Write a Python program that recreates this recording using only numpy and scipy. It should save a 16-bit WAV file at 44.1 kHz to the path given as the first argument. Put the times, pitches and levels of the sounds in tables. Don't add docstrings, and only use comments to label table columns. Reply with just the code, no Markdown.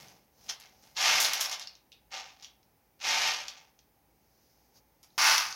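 import sys
import numpy as np
from scipy import signal
from scipy.fft import rfft, irfft
from scipy.io import wavfile

SR = 44100
rng = np.random.default_rng(int(sys.argv[2]) if len(sys.argv) > 2 else 0)


def store_wav(level_fs):
    pcm = np.round(np.clip(np.atleast_2d(level_fs), -1, 1) * 32767)
    wavfile.write(sys.argv[1], SR, pcm.T.astype(np.int16))


N = 244755
TIME = np.arange(N) / SR
CLOSE_FROM_S = 5.179

# start_s, level_db, swell_s, hold_s, settle_db_per_s, treble_db, low_ring_db
STIRS = [(-0.05, -54, .04, .01, 72, -9, 4), (0.36, -62, .13, 0, 90, -5, 3),
         (0.58, -56, .03, .04, 135, -17, 3), (0.81, -66, .04, .03, 130, -5, 8),
         (0.944, -22.5, .115, .07, 50, -18.5, -13), (1.28, -39.5, .08, .07, 56, -20, -1),
         (2.101, -36.5, .045, 0, 116, -25, 6), (2.34, -62, .06, 0, 120, -24, 3),
         (2.985, -26.8, .12, .17, 86, -21.5, -4), (3.545, -54.5, .035, .01, 200, -26, 7)]
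# start_s, level_db, swell_s, hold_s, settle_db_per_s
HANDFUL = (5.095, -20.5, .17, .055, 90)


def stirring(gain_db=-1.2, treble_lift_db=1.5):
    heap_tone = [(100, -25), (200, -20), (400, -19), (510, -11), (680, -7), (800, -3), (1100, -4.5),
                 (1500, -2.5), (2400, 1.5), (3800, -1), (5400, 1), (6500, -1.5), (8200, -17.5),
                 (12500, -13.5), (16000, -31)]
    low_notes = [(565.3, 61, -1), (768, 69, 2), (866, 50, -3)]
    flows = np.array([flow(*row[:5]) for row in STIRS])
    strongest = flows.argmax(axis=0)
    treble_db, low_ring_db = np.array(STIRS)[strongest, 5:].T
    knocks = collisions(flows.sum(axis=0), per_s=7000, spread_db=4.0, fewest_per_s=450)
    rattle = through(knocks, plate(heap_tone, close=False))
    low_ring = sum(from_db(db) * resonance(rattle, hz, width) for hz, width, db in low_notes)
    rattle = rattle + from_db(low_ring_db) * low_ring
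    return from_db(gain_db) * harden(rattle, treble_db + treble_lift_db)


def flow(start_s, db, swell_s, hold_s, settle_db_per_s, settle_db_per_s2=110):
    swell = np.sin(np.pi / 2 * np.clip((TIME - start_s) / swell_s, 0, 1)) ** 2
    settling_s = np.maximum(TIME - start_s - swell_s - hold_s, 0)
    return swell * from_db(db - settle_db_per_s * settling_s - settle_db_per_s2 * settling_s ** 2)


def collisions(gain, per_s=5200, crowding=.8, spread_db=3.5, fewest_per_s=260, click_s=.00025, kinds=20):
    knocks_per_s = fewest_per_s + per_s * (gain / from_db(-27.5)) ** crowding
    chance = np.clip(knocks_per_s / SR, 0, 1)
    sizes = from_db(spread_db * np.clip(rng.standard_normal(N), -2, 2))
    knocks = (rng.random(N) < chance) * sizes * gain / np.sqrt(chance * np.mean(sizes ** 2))
    kind = rng.integers(0, kinds, N)
    age = TIME[:SR // 200]
    clicks = rng.standard_normal((kinds, len(age))) * np.exp(-age / click_s)
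    return sum(through(knocks * (kind == k), unit(click)) for k, click in enumerate(clicks))


def plate(heap_tone, close):
    notes = [(762, 46, -6, -8.5), (892, 42, -7.5, -4.5), (1170, 60, -8.5, -5), (1197, 30, -10, -5),
             (1380, 30, -9.5, -17), (1490, 45, -8.5, -2), (1830, 56, -10, -11), (2130, 80, -8.5, -6),
             (2546, 58, -11.5, -10), (2620, 60, -11, -3), (2835, 91, -5, -9), (4530, 110, -18.5, -7),
             (5280, 250, -14.5, -19)]
    heap = colour(heap_tone)
    ring = sum(from_db(near if close else far) * resonance(heap, hz, width)
               for hz, width, far, near in notes)
    return unit(heap + ring)


def clumps(gain_db=0.5, landing_s=.003, ring_db=-1.5, width_hz=1400):
    landings = [(0.481, -43, -26, .013), (0.489, -29.5, -14, .019), (0.823, -60, -6, .025),
                (0.964, -30.5, -22, .05), (1.198, -26, -1, .045), (1.244, -24, -22, .02),
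                (1.333, -31, -13, .02), (1.402, -28, -2, .028), (1.447, -29.5, -17, .012),
                (1.512, -30, -12, .018), (1.527, -33, -25, .016), (1.608, -38, -19, .022),
                (2.285, -52, -29, .025), (2.424, -46.5, -14, .026), (3.481, -42, -20, .018),
                (5.03, -56, -3.5, .02)]
    ring_pitches = [(-28, 2600), (-14, 5600)]
    landing = colour([(200, -26), (550, -11), (800, -1.5), (1500, -3.5), (2800, -2), (5600, 1.5),
                      (6600, 0.5), (8000, -17), (12500, -14), (16000, -23.5)])
    rattle = through(collisions(from_db(-27.5) * np.ones(N)), landing)
    out, age = np.zeros(N), TIME[:SR // 5]
    for start_s, db, treble_db, fade_s in landings:
        at = round(start_s * SR)
        span = slice(at, at + len(age))
        ring_hz = np.interp(treble_db, *np.transpose(ring_pitches))
        shower = rattle[span] + from_db(ring_db) * resonance(rattle[span], ring_hz, width_hz)
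        envelope = from_db(db + gain_db) * (1 - np.exp(-age / landing_s)) * np.exp(-age / fade_s)
        out[span] += harden(shower / np.std(shower), treble_db) * envelope
    return out


def ticks(gain_db=1.5, fade_s=0.0019, ring_db=9):
    strikes = [(0.084, -39, 4900, -11), (0.464, -47, 5270, -14), (0.6, -38.5, 6400, 2),
               (1.334, -14, 5450, -6), (1.41, -17, 5460, -4), (1.496, -24, 5550, -12),
               (1.596, -26, 6500, -11), (1.673, -27, 4600, -29), (1.753, -39, 5050, -26),
               (1.919, -40, 3100, -19), (1.927, -40, 2900, -23), (2.4245, -38, 4500, -20),
               (2.4457, -30, 4470, -28), (2.63, -53, 5200, -21), (3.219, -14, 4680, -16),
               (3.482, -23.5, 5030, -19), (3.7906, -45, 4900, -27), (5.03, -45, 5240, -3),
               (5.104, -53, 3400, -16), (5.3802, -11, 5000, -11), (5.525, -26, 5700, -25)]
    crack = colour([(300, -37), (1400, -19), (2800, -5), (6200, -4.5), (8000, -20), (12500, -8),
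                    (16000, -28)])
    out, age = np.zeros(N + SR), TIME[:SR // 30]
    for start_s, db, hz, treble_db in strikes + strays():
        burst = unit(rng.standard_normal(len(age)) * np.exp(-age / fade_s))
        burst[0] += .6
        tick = through(burst, crack)[:len(age)]
        tick = harden(tick + from_db(ring_db) * resonance(tick, hz, width=hz / 2), treble_db)
        at = round(start_s * SR)
        out[at:at + len(age)] += from_db(db + gain_db) * tick / np.abs(tick).max()
    return out[:N]


def strays(per_s=9, over_flow_db=6, spread_db=2.5, pitch_hz=4900, spread_octaves=.25, treble_db=-15):
    gain = flow(*HANDFUL) * (TIME >= CLOSE_FROM_S) + sum(flow(*row[:5]) for row in STIRS)
    at = np.flatnonzero(rng.random(N) < per_s / SR)
    size, detune = np.clip(rng.standard_normal((N, 2))[at], -2, 2).T
    levels_db = 20 * np.log10(gain[at] + 1e-9) + over_flow_db + spread_db * size
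    pitches_hz = pitch_hz * 2 ** (spread_octaves * detune)
    return [(start_s, db, hz, treble_db) for start_s, db, hz in zip(TIME[at], levels_db, pitches_hz)]


def close_pour(treble_db=-14, thump_db=-44, thump_s=.001):
    heap_tone = [(100, -50), (250, -26.5), (560, -19), (720, -8.5), (900, -2.5), (1200, -1), (1700, -3),
                 (2300, -2.5), (3700, -5.5), (5000, -2), (6100, -1), (8200, -21.5), (10300, -14),
                 (16000, -25)]
    knocks = collisions(flow(*HANDFUL), per_s=6500, spread_db=3.0)
    rattle = through(knocks, plate(heap_tone, close=True))
    rattle = kitchen(harden(rattle, treble_db), echo_db=-10.0)
    thump = from_db(thump_db) * np.exp(-np.abs(TIME - CLOSE_FROM_S) / thump_s)
    return (rattle + thump) * (TIME >= CLOSE_FROM_S)


def kitchen(x, echo_db, first_echo_s=0.002, bands=12):
    echo_times = [(200, 0.58), (700, 0.47), (1500, .3), (3500, .27), (7000, 0.12), (14000, 0.2)]
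    age, tail = TIME[:SR // 2], 0
    white = rfft(rng.standard_normal(len(age)))
    hz = np.fft.rfftfreq(len(age), 1 / SR)
    centres = np.geomspace(150, 16000, bands)
    for centre, share in zip(centres, np.eye(bands)):
        band = irfft(white * np.interp(hz, centres, share), len(age))
        tail = tail + band * from_db(-60 * age / at_hz(echo_times, centre))
    echo = through(x, unit(tail * (age > first_echo_s)))
    echo_gain = from_db(echo_db)
    return (x + echo_gain * echo) / np.sqrt(1 + echo_gain ** 2)


def clothes(resting_swish_db=-81, resting_brush_db=-76):
    moves = [(0.03, .16, -63, -61), (0.46, .09, -61.5, -66), (0.88, .25, -67, -69), (4.5, .28, -72, -83),
             (4.77, .028, -61.5, -69), (5.42, .3, -65, -67)]
    swish_tone = [(1000, -13.5), (3500, -11.5), (5000, -0.5), (6500, -2), (8000, -24.5), (12000, -11),
                  (16000, -10)]
    brush_tone = [(40, -13.5), (100, -3.5), (150, -0.5), (300, -10), (800, -8), (1300, -22), (4000, -42.5)]
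    swish, brush = from_db(resting_swish_db), from_db(resting_brush_db)
    for middle_s, half_s, swish_db, brush_db in moves:
        swell = np.exp(-((TIME - middle_s) / half_s) ** 2)
        swish = np.hypot(swish, from_db(swish_db) * swell)
        brush = np.hypot(brush, from_db(brush_db) * swell)
    return swish * noise(swish_tone) + brush * noise(brush_tone)


def background(air_db=-69.6, hum_hz=57, hum_db=-77, drone_hz=810, drone_db=-79):
    air_tone = [(18, -38), (30, -12), (59, -11.5), (161, -8), (295, -6), (394, -10.5), (569, -10),
                (632, -23), (822, -13), (988, -20), (2290, -18), (2680, -22), (5740, -31), (8300, -27.5),
                (16000, -16.5)]
    hum = resonance(rng.standard_normal(N), hum_hz, width=9.9)
    drone = resonance(rng.standard_normal(N), drone_hz, width=90)
    air = from_db(air_db) * noise(air_tone)
    return air + from_db(hum_db) * hum / np.std(hum) + from_db(drone_db) * drone / np.std(drone)


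def harden(x, treble_db, edge_hz=7600):
    low = signal.sosfilt(signal.butter(7, edge_hz, "low", fs=SR, output="sos"), x)
    high = signal.sosfilt(signal.butter(7, edge_hz, "high", fs=SR, output="sos"), x)
    return low + from_db(treble_db) * unit(high) * np.linalg.norm(low)


def resonance(x, hz, width):
    r = np.exp(-np.pi * width / SR)
    feedback = [1, -2 * r * np.cos(2 * np.pi * hz / SR), r * r]
    return signal.lfilter(np.array([1, 0, -1]) * (1 - r * r) / 2, feedback, x)


def colour(tone, size=8192):
    gains = from_db(at_hz(tone, np.fft.rfftfreq(size, 1 / SR)))
    cepstrum = irfft(np.log(gains))
    cepstrum[1:size // 2] *= 2
    cepstrum[size // 2 + 1:] = 0
    return unit(irfft(np.exp(rfft(cepstrum))))


def noise(tone):
    return through(rng.standard_normal(N), colour(tone))


def through(x, response):
    return signal.fftconvolve(x, response)[:N]


def at_hz(points, hz):
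    pitches, values = np.transpose(points)
    return np.interp(np.log(np.maximum(hz, 1)), np.log(pitches), values)


def unit(x):
    return x / np.sqrt(np.sum(x ** 2) + 1e-20)


def from_db(db):
    return 10 ** (np.asarray(db) / 20)


def scene():
    across = kitchen(stirring() + clumps(), echo_db=-6.0) + kitchen(ticks(), echo_db=-1.0)
    return (across + close_pour() + clothes() + background())[None]


def record(dry, low_cut_hz=42, high_cut_hz=15900):
    lean = signal.sosfilt(signal.butter(2, low_cut_hz, "high", fs=SR, output="sos"), dry)
    return signal.sosfilt(signal.ellip(10, .1, 70, high_cut_hz, fs=SR, output="sos"), lean)


dry = scene()
out = record(dry)
store_wav(out)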